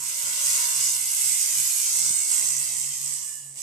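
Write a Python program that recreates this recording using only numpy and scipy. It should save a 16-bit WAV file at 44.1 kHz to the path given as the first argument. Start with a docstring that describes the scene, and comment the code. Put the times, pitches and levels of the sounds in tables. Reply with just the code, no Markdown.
"""A handheld laser cleaner burns rust off a steel plate in a workshop.
From the start a mirror sweeps the beam to and fro; each sweep meets nearly the same rust again, so filtered
noise repeats and buzzes, and flakes crackle as lone clicks. Sine overtones whine in the scanner, a wavering
sine hums in the machine, noise makes the room's air. Larger flakes pop now and then; past two seconds comes
one soft bump, then the head is lifted: the hiss fades and thins in a few narrow bands, and the plate rings."""
import sys
import numpy as np
from scipy import signal
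from scipy.fft import rfft, irfft, next_fast_len
from scipy.io import wavfile

SR = 44100
rng = np.random.default_rng(int(sys.argv[2]) if len(sys.argv) > 2 else 0)


def to_wav(sig):
    """Store sig (one row per channel, or 1-D mono) as 16-bit WAV at the path in sys.argv[1].

    Samples outside -1..1 are clipped; the rate is SR.
    """
    pcm = np.clip(np.atleast_2d(sig), -1, 1) * 32767
    pcm = np.round(pcm).astype(np.int16)
    wavfile.write(sys.argv[1], SR, pcm.T)  # frames by channels


N = 159642
TIME = np.arange(N) / SR  # s
SIDES = np.array([[.5], [-.5]])  # half of a left-right difference for each ear
SCAN_HZ = 64.6  # sweeps of the beam per second
LIFT_S = 2.3  # the head starts to lift

# stereo likeness of the two ears: f/Hz, correlation (1 alike, 0 unrelated, -1 opposed)
EAR_LIKENESS = [(120, 1), (500, 0.86), (1150, 0.22), (1450, -0.11), (1750, -0.84), (2200, 0.58),
                (2900, 0.42), (3600, -0.19), (5400, 0.57), (7500, 0.033)]


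def from_db(db):
    """Decibels to gain."""
    return 10 ** (np.asarray(db) / 20)


def rms_one(x):
    """Scale to rms 1."""
    return x / np.sqrt(np.mean(x ** 2) + 1e-20)


def in_time(rows):
    """Draw each column of a breakpoint table as a curve over every sample."""
    s, *columns = np.transpose(rows)
    return [np.interp(TIME, s, column) for column in columns]


def at_hz(points, hz):
    """Read a table on a log-frequency axis."""
    f, value = np.transpose(points)
    return np.interp(np.log(hz + 1), np.log(f), value)


def bins():
    """Frequencies of the filter grid in Hz."""
    return np.fft.rfftfreq(next_fast_len(N + 8192, True), 1 / SR)


def filtered(x, response):
    """Apply a response given on the filter grid."""
    size = next_fast_len(N + 8192, True)
    return irfft(rfft(x, size) * response, size)[..., :N]


def drift(rate_hz):
    """Smooth random wander of rms 1: noise rolled off above the rate."""
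    return rms_one(filtered(rng.standard_normal(N), 1 / (1 + (bins() / rate_hz) ** 2)))


def stereo(pair):
    """Mix two unrelated signals as middle and side, so the ears' likeness varies with frequency."""
    alike = np.clip(at_hz(EAR_LIKENESS, bins()), -.98, .98)
    middle = filtered(pair[0], np.sqrt(1 + alike))
    side = filtered(pair[1], np.sqrt(1 - alike))
    return middle + side * [[1], [-1]]


def swept_rust():
    """Noise in a feedback loop one sweep long: it comes round again, slowly renewed as the rust burns away."""
    # how the sizzle repeats: f/Hz, share carried from one sweep to the next
    carry_curve = [(900, 0.8), (3000, 0.65), (6000, 0.57), (8500, 0.44), (12000, 0.22)]
    fresh = .18  # share of the power that is new in each sweep
    hz = bins()
    carry = at_hz(carry_curve, hz)
    one_sweep_later = np.exp(-2j * np.pi * hz / SCAN_HZ)
    loop = np.sqrt(1 - carry ** 2) / (1 - carry * one_sweep_later)
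    old, new = rng.standard_normal((2, 2, N))
    return np.sqrt(1 - fresh) * filtered(old, loop) + np.sqrt(fresh) * new


def edge_flares_db():
    """The beam flares at the plate's edges: each crossing lifts the level at once, then dies away."""
    # edges: place in the sweep (0-1), flare at work/dB, flare lifted/dB
    edge_rows = [(.335, 6.5, 1), (.805, 1.5, 9)]
    decay_s = .0006
    flares = 0
    for place, work_db, lifted_db in edge_rows:
        age_s = ((TIME * SCAN_HZ - place) % 1) / SCAN_HZ
        flares = flares + np.where(TIME < LIFT_S, work_db, lifted_db) * np.exp(-age_s / decay_s)
    return flares


def reflected(x):
    """Short, slowly moving echoes add to the sizzle and shift its colour by interference."""
    # early reflections off floor, nozzle and hand: delay/s, gain/dB
    echo_rows = [(.0015, -3.5), (.0024, -8), (.0037, -7.5), (.0055, -4.5)]
    sway_s, sway_hz = .00008, 1  # the unsteady hand shifts the delays
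    stretch_per_s = .1195  # they lengthen once the head is lifted
    stretch = 1 + stretch_per_s * np.maximum(TIME - LIFT_S, 0)
    out = x.copy()
    for delay_s, db in echo_rows:
        sent = TIME - delay_s * stretch - sway_s * drift(sway_hz)
        for ear in range(2):
            ear_sent = sent - .5 * sway_s * drift(sway_hz)
            out[ear] += from_db(db) * np.interp(ear_sent, TIME, x[ear])
    return out


def flakes():
    """Lone one-sample clicks of rust flaking off, at random times and sizes."""
    per_s, smallest_db, spread_db = 110, 2.5, 9  # sizes before colouring
    sizes = from_db(smallest_db + spread_db * np.minimum(rng.exponential(1, N), 2))
    clicks = rng.random(N) < per_s / SR
    return sizes * rng.choice([-1, 1], (2, N)) * clicks


def burn():
    """The swept sizzle with its crackle, coloured by plate and nozzle; the colour shifts as the head moves."""
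    # the burn: t/s, level/dB, then shifts about their own mean: low mids/dB, upper mids/dB,
    # 8 kHz ring/dB, top treble/dB, left-right/dB
    burn_curve = [(0.02, -33, -12.5, -12.5, -2.5, -6.5, -2.5), (0.08, -30, -20.5, -11.5, -0.5, -6, -1),
                  (0.37, -27, -16.5, -11, -2, -7.5, 0.5), (0.48, -22.5, -18.5, -12.5, -1, -7, 0.5),
                  (0.73, -25.5, -16, -10.5, -1, -6.5, -0.5), (0.85, -21.5, -23.5, -14.5, -4, -10, -1),
                  (1.02, -28.5, -19.5, -11.5, 0.5, -4.5, -0.5), (1.24, -24, -23, -12.5, -0.5, -6.5, -1),
                  (1.75, -25, -25.5, -13, -2.5, -7, -1.5), (2.05, -23, -20, -15.5, -2, -10, 0),
                  (2.26, -28.5, -22.5, -13.5, 3.5, -8.5, 0), (2.35, -24.5, -20.5, -13, 1, -10, -1.5),
                  (3.0, -32, -23, -13, 0.5, -9.5, -1), (3.12, -30.5, -21.5, -14, 1.5, -9, -3),
                  (3.33, -39.5, -20, -14, 3, -6.5, -2), (3.54, -50, -25, -12, 7, -5.5, -1),
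                  (3.59, -35.5, -25, -15, -1.5, -9.5, -4)]
    # colour of the sizzle: f/Hz, density (dB per Hz, relative)
    sizzle_colour = [(150, -48), (300, -26), (450, -43.5), (600, -30), (780, -38), (1000, -16.5),
                     (1250, -27.5), (1500, -18), (2100, -14.5), (2500, -17), (2800, -15), (4200, -14.5),
                     (5000, -9.5), (6200, -4.5), (7300, -1), (8150, -0.5), (9000, -2.5), (9800, -7.5),
                     (11200, -9.5), (12500, -10.5), (14200, -17)]
    # colour difference of the ears: f/Hz, left-right/dB
    ear_balance = [(500, 1.5), (2000, -1), (3500, 3), (5000, 1), (6500, -5), (7400, -0.5), (8150, -16),
                   (8900, 1.5), (9400, -2), (10200, -0.5), (11000, -10), (12000, -5), (13200, 0)]
    patchy_db, patchy_hz = 1.01, 8.4  # each zone also wanders by itself
    level, low, mids, ring, top, pan = in_time(burn_curve)
    hz = bins()
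    sizzle = reflected(stereo(swept_rust())) * from_db(edge_flares_db())
    spark = sizzle + pops() + stereo(flakes())
    hiss = filtered(spark, from_db(at_hz(sizzle_colour, hz) + SIDES * at_hz(ear_balance, hz)))
    hiss = hiss / np.std(hiss.mean(axis=0))

    def swing(curve):
        """Shift of a curve about its mean, weighted by the burn's power."""
        return curve - np.average(curve, weights=from_db(2 * level))

    still = 0 * level
    zones = [(1400, low), (2000, mids), (2800, mids), (3800, mids), (5000, still), (7000, still),
             (7800, ring), (8700, ring), (9800, top)]  # centre Hz, curve
    centres = [centre for centre, _ in zones]
    out = 0
    for share, (_, curve) in zip(np.eye(len(zones)), zones):
        band = filtered(hiss, np.interp(hz, centres, share))  # triangles that overlap and sum to 1
        out = out + band * from_db(swing(curve) + patchy_db * drift(patchy_hz))
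    return out * from_db(level + SIDES * swing(pan))


def thinned(x):
    """Narrow bands of the sizzle are thinned, with wandering centres; the thinning grows after 2.3 s."""
    # thinned bands: early f/Hz, late f/Hz, width/Hz (Gaussian), early gain/dB, late gain/dB
    band_rows = [(1830, 1560, 119, -5, -20), (3330, 3750, 210, -2, -3), (2590, 2300, 37, -2, -18),
                 (8800, 8530, 310, -2, -4.5)]
    wander_hz, wander_rate_hz, glide_s = 60, 11, .7
    late = np.clip((TIME - LIFT_S) / glide_s, 0, 1)
    for early_hz, late_hz, width, early_db, late_db in band_rows:
        centre = early_hz + (late_hz - early_hz) * late + wander_hz * drift(wander_rate_hz)
        phase = 2 * np.pi * np.cumsum(centre) / SR
        narrow = np.exp(-.5 * (bins() / width) ** 2)
        # shift the centre down to 0 Hz, keep what is close, shift it back
        band = 2 * sum(wave * filtered(x * wave, narrow) for wave in (np.cos(phase), np.sin(phase)))
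        x = x + band * (from_db(early_db + (late_db - early_db) * late) - 1)
    return x


def scanner():
    """Whine of the beam's swing: sine overtones of the scan rate that swell, waver and fade."""
    # overtones: multiple of the scan rate, start t/s, end t/s, rms level/dB
    overtone_rows = [(9, .12, .68, -61), (10, 2.3, 2.8, -64), (11, 1.5, 2.2, -67), (14, .3, 3.2, -68),
                     (15, -.1, .95, -56), (15, .95, 2.3, -64), (17, .3, 1.0, -57)]
    waver_db, waver_hz, swell_s = 2, 26.0, .25
    out = 0
    for k, start, end, db in overtone_rows:
        gate = np.clip(np.minimum(TIME - start, end - TIME) / swell_s + .5, 0, 1)
        apart = np.arccos(at_hz(EAR_LIKENESS, k * SCAN_HZ)) * SIDES  # phase between the ears, rad
        tone = np.sin(2 * np.pi * (k * SCAN_HZ * TIME + rng.random()) + apart)
        out = out + gate * from_db(db + waver_db * drift(waver_hz)) * tone
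    return np.sqrt(2) * out


def hum():
    """The machine's low hum, a sine of wandering pitch, swells and sinks; it leads in the left ear."""
    # the hum wavers: t/s, rms level/dB
    hum_curve = [(0.0, -57), (0.2, -73), (0.24, -58), (0.42, -69), (0.47, -58), (0.71, -69), (0.77, -55),
                 (1.16, -69), (1.31, -57), (1.45, -75), (1.6, -52), (1.73, -74), (2.09, -54), (2.23, -72),
                 (2.61, -52), (2.66, -62), (2.91, -52), (2.95, -66), (3.04, -53), (3.31, -69), (3.46, -56),
                 (3.54, -57), (3.62, -74)]
    pitch_hz, wander_hz, wander_rate_hz = 140.0, 1.2, 2.6
    lead_rad = .25
    db, = in_time(hum_curve)
    phase = 2 * np.pi * np.cumsum(pitch_hz + wander_hz * drift(wander_rate_hz)) / SR
    return np.sqrt(2) * from_db(db) * np.sin(phase + lead_rad * np.array([[1], [0]]))


def air():
    """Faint noise of the workshop, coloured and uneven in level."""
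    # workshop air: f/Hz, density (dB per Hz, relative)
    air_colour = [(30, -3), (65, 3), (110, 10), (200, 3), (450, 2), (1000, 4), (3000, -20), (14000, -11)]
    level_db, waver_db, waver_hz = -65, 4.0, 6
    noise = stereo(rng.standard_normal((2, N)))
    noise = rms_one(filtered(noise, from_db(at_hz(air_colour, bins()))))
    return from_db(level_db + waver_db * drift(waver_hz)) * noise


def pops():
    """Single sharp cracks of the larger flakes: one-sample pulses, coloured along with the sizzle."""
    # pops: t/s, height before colouring/dB
    pop_rows = [(.811, 23), (1.119, 21), (1.893, 22), (2.875, 24), (3.015, 28)]
    return sum(from_db(db) * (np.arange(N) == int(s * SR)) for s, db in pop_rows)


def bump():
    """One soft, dull knock: a single push and pull of air."""
    middle_s, peak_db, width_s = 2.1078, -39.5, .00088
    age = (TIME - middle_s) / width_s
    return -from_db(peak_db) * age * np.exp(.5 * (1 - age ** 2))


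def plate():
    """The swept beam keeps a few narrow modes of the plate ringing while the hiss fades."""
    # modes: f/Hz, width/Hz, rms level while ringing/dB
    mode_rows = [(1750, 37, -59), (2930, 80, -62), (7080, 130, -46), (8030, 110, -59), (8900, 180, -49)]
    middle_s, half_length_s = 3.34, .1
    pair = swept_rust()
    moment = np.exp(-.5 * ((TIME - middle_s) / half_length_s) ** 2)
    drive = (pair + .5 * pair[::-1]) * moment
    rings = 0
    for hz, width, db in mode_rows:
        resonance = 1 / (1 + 1j * (bins() - hz) / width) ** 2
        rings = rings + from_db(db) * rms_one(filtered(drive, resonance))
    # from rms over the moment to rms over the whole scene
    return rings * np.sqrt(2 * half_length_s * SR / N)


def scene():
    """The burn and the ringing plate over the machine and the room."""
    return thinned(burn()) + scanner() + hum() + air() + bump() + plate()


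def record(dry):
    """The top is cut steeply."""
    cutoff_hz, slope_db_per_hz = 14280, .4
    cut_db = np.clip((bins() - cutoff_hz) * slope_db_per_hz, 0, 100)
    return filtered(dry, from_db(-cut_db))


dry = scene()
out = record(dry)
to_wav(out)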